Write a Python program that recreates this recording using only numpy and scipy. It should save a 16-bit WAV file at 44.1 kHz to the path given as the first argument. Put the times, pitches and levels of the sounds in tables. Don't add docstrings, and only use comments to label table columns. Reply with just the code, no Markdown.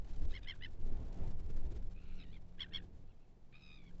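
import sys
import numpy as np
from scipy import signal
from scipy.fft import rfft, irfft, next_fast_len
from scipy.io import wavfile
from scipy.ndimage import map_coordinates

SR = 44100
rng = np.random.default_rng(int(sys.argv[2]) if len(sys.argv) > 2 else 0)


def store_wav(level_fs):
    pcm = np.round(np.clip(np.atleast_2d(level_fs), -1, 1) * 32767)
    wavfile.write(sys.argv[1], SR, pcm.T.astype(np.int16))


N = 176400

# frequency in Hz, relative density in dB.
HISS_SPECTRUM = [(200, 1), (900, 3.5), (2000, -1), (4000, -2.5), (6000, -6), (7700, -8.5)]


def amp(db):
    return 10 ** (np.asarray(db) / 20)


def along(points, hz):
    f, v = np.transpose(points)
    return np.interp(np.log(hz + 1), np.log(f + 1), v)


def curves(rows, t):
    times, *columns = np.transpose(rows)
    return [np.interp(t, times, column) for column in columns]


def wobble(rate, t):
    knots = np.random.default_rng(rng.integers(2 ** 31)).standard_normal(int((t[-1] - t[0]) * rate) + 4)
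    return map_coordinates(knots, [(t - t[0]) * rate], mode="nearest")


def filtered(x, response):
    size = next_fast_len(N + SR // 2)
    return irfft(rfft(x, size) * response(np.fft.rfftfreq(size, 1 / SR)), size)[:N]


def noise(spectrum):
    x = filtered(rng.standard_normal(N), lambda hz: amp(along(spectrum, hz)))
    return x / np.sqrt(np.mean(x ** 2) + 1e-20)


def voice(t, pitch, beats, colour_db, jitter, rasp_db, open_share):
    # frequency in Hz, gain in dB.
    throat = [(500, -40.5), (1100, -22), (1300, -18.5), (1600, 6), (2100, -6.5), (2550, -5), (3100, -3),
              (3800, -10.5), (4400, -12.5), (4800, -19), (5400, -14.5), (6200, -32.5), (7500, -45)]
    # frequency in Hz, relative density in dB.
    rasp_spectrum = [(400, -13), (900, -16.5), (1600, 7.5), (2500, -4), (3400, 9), (4400, -15.5),
                     (5600, -41.5), (7500, -38)]
    longest_open_s, attack_s, release_s = 0.014, 0.0044, 0.0041
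    scoop_s, droop_s, glide_per_s = 0.0013, 0.0016, 3.9
    puff_db, puff_s, flutter_db = 1.5, 0.00039, 1.1
    n = np.arange(len(t))
    new_beat = np.diff(np.floor(beats), prepend=np.floor(beats[0])) > 0
    opened = np.maximum.accumulate(np.where(new_beat, n, 0))
    age = (n - opened) / SR
    left = np.minimum(open_share / np.gradient(beats, t), longest_open_s) - age
    attack = np.sin(np.pi / 2 * np.clip(age / attack_s, 0, 1))
    gate = attack * np.sin(np.pi / 2 * np.clip(left / release_s, 0, 1)) ** 2
    centre_hz = pitch[np.minimum(opened + int(longest_open_s * SR / 2), len(t) - 1)]
    scoop = 0.094 * np.exp(-age / scoop_s)
    glide = glide_per_s * (age - left) / 2
    droop = 0.072 * np.exp(-np.maximum(left, 0) / droop_s)
    cycles = np.cumsum(centre_hz * (1 + glide - scoop - droop) * (1 + jitter * wobble(689, t))) / SR
    phase = 2 * np.pi * (cycles - cycles[opened])
    tone = np.zeros(len(t))
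    for k in range(1, 8):
        partial_db = along(throat, k * centre_hz) + colour_db(k * centre_hz)
        tone += amp(partial_db + flutter_db * wobble(90.6, t)) * np.sin(k * phase)
    puff = amp(puff_db) * np.exp(-age / puff_s)
    rasp = amp(rasp_db) * noise(rasp_spectrum)[:len(t)]
    return gate * tone + rasp * (gate + puff)


def beak(hz, peak_db, centre_hz, width_hz):
    return peak_db / (1 + ((hz - centre_hz) / width_hz) ** 2)


def treble_tilt(hz, db_per_octave):
    return db_per_octave * np.log2(np.maximum(hz / 2500, 1))


def honks():
    # crest in seconds, top pitch in Hz, level ahead of the throat in dB,
    # rise and fall in seconds, top beat in Hz, low and high beak resonance in dB, the high one's
    # frequency in Hz, rattle below the crest in dB, greatest open share of a beat.
    calls = [ (0.317, 1320, -55, 0.024, .018, 92, -14, 18, 3700, 33, 0.71),
             (0.3596, 1076, -49, 0.032, 0.03, 85, 5.5, 0.5, 3250, 34.5, 0.98),
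             (0.441, 1250, -54, 0.018, 0.018, 84.3, -17, 4.5, 3800, 24, 0.93),
             (0.494, 1085, -46.5, 0.029, 0.039, 86.7, 7, 7, 3270, 31, 0.9),
             (0.6448, 1024, -47.5, .037, 0.027, 82.5, 6, 4.5, 3100, 36, 0.85),
             (2.6152, 1117, -42.5, 0.025, 0.032, 87.6, -3, 15.5, 3416, 30.5, 0.92),
             (2.7556, 1122, -43, 0.033, 0.037, 88.2, -4, 15.5, 3425, 33, 0.97),
             (3.103, 1404, -72.5, .030, 0.033, 85.8, -3, 0, 3380, 28.5, .99),
             (3.226, 1374, -83.5, 0.028, .036, 85.3, 21, 10, 3330, 23, .99)]
    pitch_sag, rattle_tilt_db = 0.28, -38
    out = np.zeros(N)
    for crest, top_hz, db, rise, fall, beat_hz, low_db, high_db, high_hz, fade_db, open_share in calls:
        span = np.arange(max(0, int((crest - 0.12) * SR)), min(N, int((crest + 0.16) * SR)))
        t = span / SR
        rising = t < crest
        away = np.abs(t - crest) / np.where(rising, rise, fall)
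        slack = 1 - 1 / (1 + away ** 4)
        sag = 1 - pitch_sag * (1 - np.exp(-(away / 0.9) ** 2.9))
        beats = np.cumsum(beat_hz * sag ** np.where(rising, 0.85, 2.2)) / SR
        beats -= np.interp(crest, t, beats)

        def colour_db(hz):
            ring = beak(hz, low_db, centre_hz=2124, width_hz=320) + beak(hz, high_db, high_hz, 170)
            return (1 - slack) * ring + slack * treble_tilt(hz, rattle_tilt_db)

        reach = np.where(rising, 1.27, 2.4)
        level = amp(db - fade_db * slack) / (1 + (away / reach) ** 8)
        jitter, rasp_db = 0.0038 + 0.06 * slack, -13 + 10 * slack
        out[span] += level * voice(t, top_hz * sag, beats, colour_db, jitter, rasp_db, open_share)
    return out


def whine(rows, rasp_db, beak_db):
    # frequency in Hz, relative density in dB.
    wheeze_spectrum = [(800, -30.5), (1500, 0), (1900, -11), (2400, 6), (2800, -4), (3400, -8), (4200, -3),
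                       (5000, -27.5), (7000, -25.5)]
    span = np.arange(int(rows[0][0] * SR), min(N, int(rows[-1][0] * SR)))
    t, out = span / SR, np.zeros(N)
    pitch, db, beat_hz, tilt_db, jitter, wheeze_db = curves(rows, t)
    colour_db = lambda hz: treble_tilt(hz, tilt_db) + beak(hz, beak_db, centre_hz=3810, width_hz=470)
    beats = np.cumsum(beat_hz * (1 + 0.015 * wobble(66, t))) / SR
    pulsing = 1 - 0.19 * np.cos(2 * np.pi * beats)
    wheeze = amp(wheeze_db) * pulsing * noise(wheeze_spectrum)[span]
    tone = amp(db) * voice(t, pitch, beats, colour_db, jitter, rasp_db, open_share=0.9)
    out[span] = signal.windows.tukey(len(span), 0.04) * (tone + wheeze)
    return out


def high_calls():
    # time in seconds, pitch in Hz, level ahead of the throat in dB,
    # beat in Hz, treble tilt in dB per octave, jitter as a share of pitch, wheeze in dB.
    hoarse = [(1.943, 780, -95, 61.6, 7, .05, -83), (1.963, 1246, -61, 67.8, -24, .008, -83),
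              (1.98, 1260, -58, 82.7, -26, .008, -85), (1.995, 1316, -60, 82.9, -18, 0.012, -84),
              (2.008, 1340, -64, 89.1, -5, .04, -83), (2.065, 1430, -68, 92.6, -11, .05, -74.5),
              (2.125, 1270, -62, 91.6, -17, 0.082, -72), (2.16, 1406, -71, 84, 13, .04, -76),
              (2.188, 1450, -60, 76, 3, .04, -79)]
    yelps = [(2.185, 1407, -66, 81.7, -2, .05, -74), (2.203, 1280, -58, 86, 5, 0.014, -64.5),
             (2.215, 1307, -56, 85, -3, .012, -67.5), (2.227, 1257, -59, 80.2, -2, 0.029, -72),
             (2.24, 1046, -63, 67.7, -4, 0.036, -70), (2.258, 920, -74, 63, -5, 0.028, -86),
             (2.285, 962, -72.5, 58, -2, 0.035, -84), (2.318, 1006, -72.5, 72, -2, 0.026, -87),
             (2.333, 1134, -60.5, 77.4, -2, .04, -72), (2.352, 1223, -61.5, 84, -7, .03, -75.5),
             (2.37, 1073, -57.5, 69.3, -23, 0.021, -80), (2.39, 950, -92, 59, 5, .06, -90)]
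    clear = [(3.521, 744, -87, 66.3, 7, 0.035, -66), (3.543, 1208, -53.5, 70.1, -16, 0.014, -76),
             (3.557, 1249, -51.5, 75, -6, 0.0099, -76), (3.595, 1308, -70.5, 69.8, 1, .035, -76),
             (3.63, 1286, -58.5, 74.2, 7.5, 0.0089, -80), (3.685, 1260, -57.5, 76.1, 5, 0.011, -77),
             (3.722, 1246, -51, 76.5, -3.5, 0.015, -89), (3.75, 1253, -58.5, 66, 5, 0.019, -78),
             (3.78, 1210, -58, 68.7, 1.5, 0.018, -83.5), (3.84, 1140, -67.5, 64.8, -11, .025, -80.5),
             (3.872, 1145, -61, 66.8, -5, .018, -83), (3.90, 1060, -67.5, 59.6, -8, .025, -87),
             (3.915, 779, -80, 55.3, -19, .03, -96), (3.93, 760, -92, 55, -16, .06, -86)]
    return (whine(hoarse, rasp_db=-19, beak_db=-9)
            + whine(yelps, rasp_db=-22, beak_db=10)
            + whine(clear, rasp_db=-26, beak_db=1))


def hillside(x, wet_db=-26, t60=0.12):
    t = np.arange(SR // 2) / SR
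    tail = rng.standard_normal(len(t)) * amp(-60 * t / t60)
    return x + amp(wet_db) * signal.fftconvolve(x, tail / np.linalg.norm(tail))[:N]


def wind(t):
    # time in seconds, relative level in dB.
    buffet_levels = [(0.0, -38.5), (0.07, -42), (0.24, -33.5), (0.58, -52.5), (.76, -46), (0.92, -36.5),
                     (1.06, -42.5), (1.27, -40.5), (1.36, -39.5), (1.42, -39.5), (1.74, -37), (2.0, -46),
                     (2.24, -47.5), (2.55, -52), (2.83, -49.5), (3.09, -54.5), (3.68, -59.5), (4.0, -46)]
    rush_levels = [(0, -73.5), (.13, -63.5), (.23, -70.5), (.38, -68), (.75, -64.5), (.84, -56), (1.0, -54),
                   (1.08, -59.5), (1.18, -53.5), (1.28, -55), (1.38, -63), (1.72, -59), (1.93, -70),
                   (2.2, -63.5), (2.52, -71), (2.72, -61.5), (3.15, -72), (3.6, -70), (4, -65.5)]
    whoosh_levels = [(0, -71.5), (.25, -72), (.45, -73.5), (.75, -72.5), (.95, -63.5), (1.08, -67.5),
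                     (1.25, -60.5), (1.38, -71.5), (1.55, -68), (1.72, -67.5), (1.95, -76.5), (2.5, -74.5),
                     (2.75, -72.5), (3.2, -78.5), (4, -77)]
    hiss_levels = [(0, -73), (.3, -72.5), (.45, -75.5), (.72, -77), (.9, -76.5), (1.1, -73), (1.3, -75),
                   (1.75, -77.5), (1.95, -76.5), (2.5, -79.5), (2.85, -78), (3.1, -82), (3.45, -83),
                   (3.75, -78.5), (4, -78.5)]
    # frequency in Hz, relative density in dB.
    buffet_spectrum = [(2, -6), (8, 4.5), (16, 8.5), (30, -8), (55, -9.5), (100, -20.5), (200, -32),
                       (500, -40), (2000, -89)]
    rush_spectrum = [(40, 5), (130, 2.5), (280, -1.5), (450, -7.5), (800, -41), (2000, -49.5)]
    whoosh_spectrum = [(150, -15), (400, -3.5), (750, -4), (1300, -18.5), (2200, -21), (4000, -30),
                       (7000, -39.5)]
    calm_db, gusty_db, spit_depth_db = -86, -71, 14
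    buffet = amp(curves(buffet_levels, t)[0] + 3) * noise(buffet_spectrum)
    rush = amp(curves(rush_levels, t)[0] + 2) * noise(rush_spectrum)
    hiss_db = curves(hiss_levels, t)[0]
    gustiness = np.clip((hiss_db - calm_db) / (gusty_db - calm_db), 0, 1)
    spit_db = spit_depth_db * gustiness * np.tanh((wobble(55.62, t) + wobble(170, t)) / 2)
    whoosh = amp(curves(whoosh_levels, t)[0]) * noise(whoosh_spectrum)
    hiss = amp(hiss_db - 1 + spit_db) * noise(HISS_SPECTRUM)
    return buffet + rush + whoosh + hiss


def gusts(t):
    # peak in seconds, half length in seconds, thump in dB, spit in dB.
    eddies = [(.10, 0.026, -62, -68), (0.23, 0.017, -47, -67.5), (0.317, .035, -56, -66.5),
              (0.873, 0.018, -47.5, -71), (0.927, 0.0067, -40.5, -68), (1.013, .02, -44.5, -76.5),
              (1.213, 0.014, -40, -76.5), (1.278, 0.0088, -41, -68), (1.311, 0.013, -49, -66),
              (1.402, 0.011, -51, -67.5), (1.504, 0.0094, -44, -65.5), (1.57, 0.0095, -55, -65.5),
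              (1.665, .014, -43.5, -73), (1.721, 0.01, -40.5, -66.5), (1.766, 0.014, -48.5, -65.5),
              (2.84, 0.025, -53.5, -76), (2.975, .05, -59, -81)]
    # frequency in Hz, relative density in dB.
    thump_spectrum = [(20, 3), (50, 3.5), (100, 2), (200, -11), (400, -16), (800, -33), (2000, -57)]
    thump, spit = noise(thump_spectrum), noise(HISS_SPECTRUM)
    return sum(np.exp(-((t - peak) / half) ** 2) * (amp(thump_db) * thump + amp(spit_db) * spit)
               for peak, half, thump_db, spit_db in eddies)


def engine(t, turn_hz=44.3):
    # time in seconds, then orders 2, 3 and 4 in dB.
    orders = [(0, -68, -75.5, -75.5), (.65, -57, -66.5, -73), (1.5, -56.5, -78, -62.5),
              (2.2, -66, -68, -61), (2.7, -59.5, -72.5, -62.5), (3.05, -61, -68, -67.5),
              (3.25, -77.5, -76.5, -78.5), (3.52, -79.5, -65, -72), (4, -71.5, -71.5, -61.5)]
    phase = 2 * np.pi * np.cumsum(turn_hz * (1 + 0.009 * wobble(10, t))) / SR
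    return sum(amp(db + 1.7 * wobble(12, t)) * np.sin(k * phase)
               for k, db in enumerate(curves(orders, t), 2))


def scene():
    t = np.arange(N) / SR
    bird = honks() + high_calls()
    return (hillside(bird) + wind(t) + gusts(t) + engine(t))[None]


def record(dry, top_hz=7750):
    return filtered(dry[0], lambda hz: hz < top_hz)[None]


dry = scene()
out = record(dry)
store_wav(out)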